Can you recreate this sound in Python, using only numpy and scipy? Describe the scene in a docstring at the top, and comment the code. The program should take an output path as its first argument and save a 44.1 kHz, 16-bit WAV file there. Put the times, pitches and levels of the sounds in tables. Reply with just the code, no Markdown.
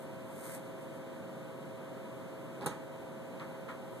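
"""A pipette is worked close up in a small laboratory, over steady fan noise and motor hum.
A glove slides softly through the first second. At 2.6 s the plunger rubs, then snaps against its stop
in a quick rattle that rings the plastic body. Dull handling scuffs follow, a faint tick among them,
and the glove stirs again at the end. The room answers the plunger, and the scene is heard through
a pair of microphone ports."""
import sys
import numpy as np
from scipy import signal
from scipy.fft import rfft, irfft
from scipy.io import wavfile

SR = 44100
rng = np.random.default_rng(int(sys.argv[2]) if len(sys.argv) > 2 else 0)


def digitize_waveform(pressure):
    """Quantize a signal to 16-bit integers and store it at the path in sys.argv[1].

    Rows of a 2-D input are taken as channels; values are limited to [-1, 1].
    """
    field = np.atleast_2d(pressure).T
    bounded = np.clip(field, -1, 1)
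    quanta = np.round(bounded * 32767).astype(np.int16)
    wavfile.write(sys.argv[1], SR, quanta)


N = 176400
T = np.arange(N) / SR
HZ = np.fft.rfftfreq(N, 1 / SR)

# strokes of the plunger rubbing before the rattle (start [s], length [s], relative level [dB])
RUB_STROKES = [(2.612, .021, -4.5), (2.633, .013, -3.5)]


def plunger():
    """Slips and snaps ring the plastic body; each snap adds a dry crack and a bright tick."""
    # snaps of the plunger, levels relative (time [s], body [dB], crack [dB], tick [dB], tick centre [Hz])
    snaps = [(2.6112, -16, -26, -11, 4100), (2.6602, -1, -1, -3, 11500), (2.6624, 1, 4, 6, 8800),
             (2.6665, 1.5, 1, 2, 8500), (2.6690, 2.5, -4, -4, 8300), (2.6780, -14, -10, -12, 6800),
             (3.3985, -26, -28, -14.5, 3500)]
    # colour of the plastic crack (frequency [Hz], density [dB per Hz])
    crack_colour = [(300, -62), (2000, -79), (2900, -85), (3700, -74), (5200, -84), (6300, -75.5),
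                    (7600, -74.5), (8400, -70), (10000, -85), (14000, -78)]
    # modes of the plastic body (frequency [Hz], level [dB], t60 [s])
    body_modes = [(80, -52, .11), (172, -37.5, .11), (290, -35, .03), (400, -36, .055), (500, -31, .03),
                  (662, -40, .04), (825, -33.5, .06), (953, -46, .08), (1039, -42, .05), (1238, -45, .05),
                  (1857, -51, .05), (2110, -47, .014)]
    tick_width_hz, tick_trim_db, body_rise_s = 1800, -31.5, .0002
    t = T[:SR // 5]
    f = np.fft.rfftfreq(len(t), 1 / SR)
    blows, cracks, ticks = stick_slip(), np.zeros(N), np.zeros(N)
    for start, body_db, crack_db, tick_db, tick_hz in snaps:
        tick_band = 1 / (1 + (2 * (f - tick_hz) / tick_width_hz) ** 2)
        tick = unit_rms(shaped_noise(tick_band, len(t)))
        crack = shaped_noise(amp(curve(crack_colour, f)), len(t)) * np.sqrt(SR / 2)
        add(ticks, start, amp(tick_db + tick_trim_db) * tick * decay(t, t60=.007))
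        add(cracks, start, amp(crack_db) * crack * decay(t, t60=.015))
        add(blows, start, amp([body_db]))
    ring = sum(amp(db) * decay(t, t60) * np.cos(2 * np.pi * hz * t) for hz, db, t60 in body_modes)
    body = signal.fftconvolve(blows, ring * np.minimum(t / body_rise_s, 1))[:N]
    room_send = amp(-1.5) * cracks + amp(-9) * ticks + amp(-4) * body
    direct = np.array([cracks + ticks + body, np.zeros(N)])
    return ports(direct + room(room_send), near=.72, lead=.12)


def stick_slip():
    """The rubbing plunger sticks and slips: an uneven train of tiny blows."""
    slip_hz, jitter, trim_db = 192, .05, -9.5
    slip_count = np.floor(np.cumsum(slip_hz * (1 + jitter * wander(rate_hz=160))) / SR)
    force = sum(amp(db + trim_db) * (T > start) * (T < start + length)
                for start, length, db in RUB_STROKES)
    return np.diff(slip_count, prepend=0) * force


def plunger_rub():
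    """A brief, low rasp of friction as the plunger travels."""
    # colour of the rub (frequency [Hz], density [dB per Hz])
    colour = [(60, -80), (160, -66), (350, -66), (600, -76), (1200, -77), (2000, -80), (3000, -90),
              (4000, -86), (5500, -99), (9000, -96), (14000, -105)]
    return friction(RUB_STROKES, colour, t60=.065)


def scuffs():
    """Handling makes short, dull puffs of friction noise."""
    # handling strokes (start [s], length [s], level [dB])
    strokes = [(2.706, 0.0091, -7), (3.392, 0.032, -5), (3.488, .012, -16), (3.535, 0.015, -11),
               (3.678, 0.028, -2)]
    # colour of a scuff (frequency [Hz], density [dB per Hz])
    colour = [(200, -105), (600, -98), (1000, -70), (1400, -73.5), (2100, -79), (2900, -89), (3700, -91),
              (5200, -104), (8500, -104), (14000, -110)]
    return friction(strokes, colour, t60=.24)


def friction(strokes, colour, t60, attack_s=.009):
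    """Soft friction noise that rises with each stroke, holds and dies away."""
    envelopes = [amp(db) * np.clip((T - start) / attack_s, 0, 1) * decay(T - start - length, t60)
                 for start, length, db in strokes]
    return ports(noise_pair(colour) * np.max(envelopes, axis=0), near=.077, lead=.62)


def glove():
    """A grainy hiss that swells as the glove slides and fades when it stops."""
    # slides of the glove (start [s], swell [s], hold [s], level [dB])
    slides = [(-.08, 0.065, 0.048, -11.5), (0.32, 0.13, 0.1, 0.5), (0.527, 0.026, .012, -7),
              (.61, .04, .03, -16), (.76, .06, .02, -14), (.88, .07, 0.027, -16), (3.88, 0.12, .02, -12)]
    # colour of the hiss (frequency [Hz], density [dB per Hz])
    colour = [(600, -100), (1600, -88.5), (2200, -90), (3000, -100), (5500, -100), (6800, -97), (8500, -88),
              (10200, -92.5), (11800, -92), (14000, -97)]
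    swell_db, grain_db = 12, 2
    envelope = np.zeros(N)
    for start, swell, hold, db in slides:
        rise_db = swell_db * np.minimum((T - start) / swell - 1, 0)
        envelope += amp(db + rise_db) * decay(T - start - swell - hold, t60=.16)
    hiss = noise_pair(colour) * envelope
    grain = amp(grain_db * wander(rate_hz=260))
    return ports(hiss * grain, near=.18, lead=.97)


def motors():
    """Wavering tones of the bench equipment; neighbouring tones beat."""
    # motor tones (frequency [Hz], level [dB], left minus right [dB], left lead [rad])
    tones = [(120.6, -62, -2, -2.5), (243.1, -65, 0, 0.4), (392, -64.5, 6, 1.2), (528, -52.3, 0.5, -1.0),
             (552, -59.5, -14, -1.3), (648, -55.2, 2.6, 0.53), (672, -71, 0, 0), (969, -68, 5, -1),
             (1281, -74, 0, 0), (1516, -70, -6, -0.44), (1540, -73, 7, 3.3)]
    drift_hz, waver_db = .3, .3
    hum = np.zeros((2, N))
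    for hz, db, balance_db, lead in tones:
        pitch = hz + drift_hz * wander(rate_hz=2.6)
        phase = 2 * np.pi * (np.cumsum(pitch) / SR + rng.random())
        level = amp(db + waver_db * wander(rate_hz=4.3)) * np.sqrt(2)
        hum[0] += level * amp(balance_db / 2) * np.sin(phase)
        hum[1] += level * amp(-balance_db / 2) * np.sin(phase - lead)
    return hum


def ventilation():
    """A steady bed of fan noise that flutters a little."""
    # colour of the moving air (frequency [Hz], density [dB per Hz])
    colour = [(20, -101), (40, -105), (62, -93), (90, -87.5), (130, -73), (250, -74.5), (370, -75),
              (480, -79.5), (600, -83), (740, -82), (840, -82), (970, -80.5), (1100, -84.5), (1350, -86.5),
              (1700, -90.5), (2200, -92.5), (3000, -96), (3900, -100), (5200, -108.5), (6800, -105.5),
              (8600, -104.3), (11000, -106.8), (14000, -106.5)]
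    flutter_db = .23
    return ports(noise_pair(colour) * amp(flutter_db * wander(rate_hz=10)), near=0, lead=.04)


def room(send):
    """Early reflections off the bench, then a diffuse tail; two unrelated returns."""
    # decay of the room (frequency [Hz], t60 [s])
    decay_times = [(150, 0.4), (600, 0.3), (2000, 0.48), (4000, 0.3), (9000, 0.21), (14000, 0.16)]
    tail_db, early_db, reflections_per_s = -3.3, -12, 900
    t = T[:SR // 2]
    shape = (2, len(t))
    hz, frame_s, bands = signal.stft(rng.standard_normal(shape), SR, nperseg=256)
    bands *= decay(frame_s, curve(decay_times, hz)[:, None])
    tail = signal.istft(bands, SR, nperseg=256)[1][:, :len(t)]
    tail *= np.minimum(t / .004, 1)  # 4 ms fade-in
    early = rng.standard_normal(shape) * (rng.random(shape) < reflections_per_s / SR)
    early *= (t > .002) & (t < .012)
    early /= np.linalg.norm(early, axis=1, keepdims=True) + 1e-9
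    response = amp(tail_db) * tail / np.linalg.norm(tail[0]) + amp(early_db) * early
    return signal.fftconvolve(send[None], response, axes=1)[:, :N]


def ports(pair, near, lead):
    """Blends two unrelated signals into ports that swing in and out of phase up the spectrum."""
    # likeness of the two ports for room sound (frequency [Hz], share [0-1])
    room_likeness = [(30, .7), (130, .52), (300, .54), (600, .68), (900, .8), (1300, .98), (2500, 1),
                     (3900, 1), (5200, .52), (6500, .42), (9000, .3), (13500, .42)]
    # phase between the ports in the bass (frequency [Hz], left lead [rad])
    bass_phase = [(60, -3), (110, -2.1), (160, -1), (220, -.9), (350, -.2), (1000, -.05), (1300, 0)]
    period_hz = 2640
    turn = 2 * np.pi * np.maximum(HZ / period_hz - .5, 0)
    swing = np.clip(1.04 * np.cos(turn), -1, 1)
    likeness = curve(room_likeness, HZ)
    likeness += (1 - likeness) * near  # a near source reaches both ports more alike
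    quadrature = lead * np.sign(np.sin(turn)) * np.sqrt(1 - swing ** 2)
    coherence = likeness * (swing + 1j * quadrature) * np.exp(1j * curve(bass_phase, HZ))
    left, unrelated = rfft(pair)
    right = coherence.conj() * left + np.sqrt(np.maximum(1 - abs(coherence) ** 2, 0)) * unrelated
    return irfft(np.array([left, right]), N)


def noise_pair(colour):
    """Two unrelated noises of the given colour."""
    return shaped_noise(amp(curve(colour, HZ)), (2, N)) * np.sqrt(SR / 2)


def shaped_noise(gains, shape):
    """White noise filtered by a gain for each frequency."""
    return irfft(rfft(rng.standard_normal(shape)) * gains)


def wander(rate_hz):
    """Smooth random motion of rms 1."""
    return unit_rms(shaped_noise(np.exp(-(HZ / rate_hz) ** 2) * (HZ > 0), N))


def decay(t, t60):
    """Full level before zero, then a fall of 60 dB every t60 seconds."""
    return np.exp(-np.log(1000) * np.maximum(t, 0) / t60)


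def curve(points, hz):
    """Reads a table on a log-frequency axis."""
    f, value = np.transpose(points)
    return np.interp(np.log(hz + 1), np.log(f + 1), value)


def amp(db):
    """Decibels to gain."""
    return 10 ** (np.asarray(db) / 20)


def unit_rms(x):
    """Scales to rms 1."""
    return x / np.sqrt(np.mean(x ** 2) + 1e-20)


def add(mix, start_s, sound):
    """Mixes a sound in at a time."""
    part = mix[round(start_s * SR):][:len(sound)]
    part += sound[:len(part)]


def scene():
    """The pipette sits slightly to the right, in front of the fan noise and hum."""
    pipette = (plunger() + plunger_rub()) * amp([[-1.5], [1.5]])
    return pipette + scuffs() + ventilation() + motors() + glove()


def record(dry):
    """A steep low-pass takes off the top of the treble."""
    cutoff_hz = 13980
    lowpass = signal.firwin(701, cutoff_hz, window=("kaiser", 8), fs=SR)
    return signal.oaconvolve(dry, lowpass[None], "same")


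dry = scene()
out = record(dry)
digitize_waveform(out)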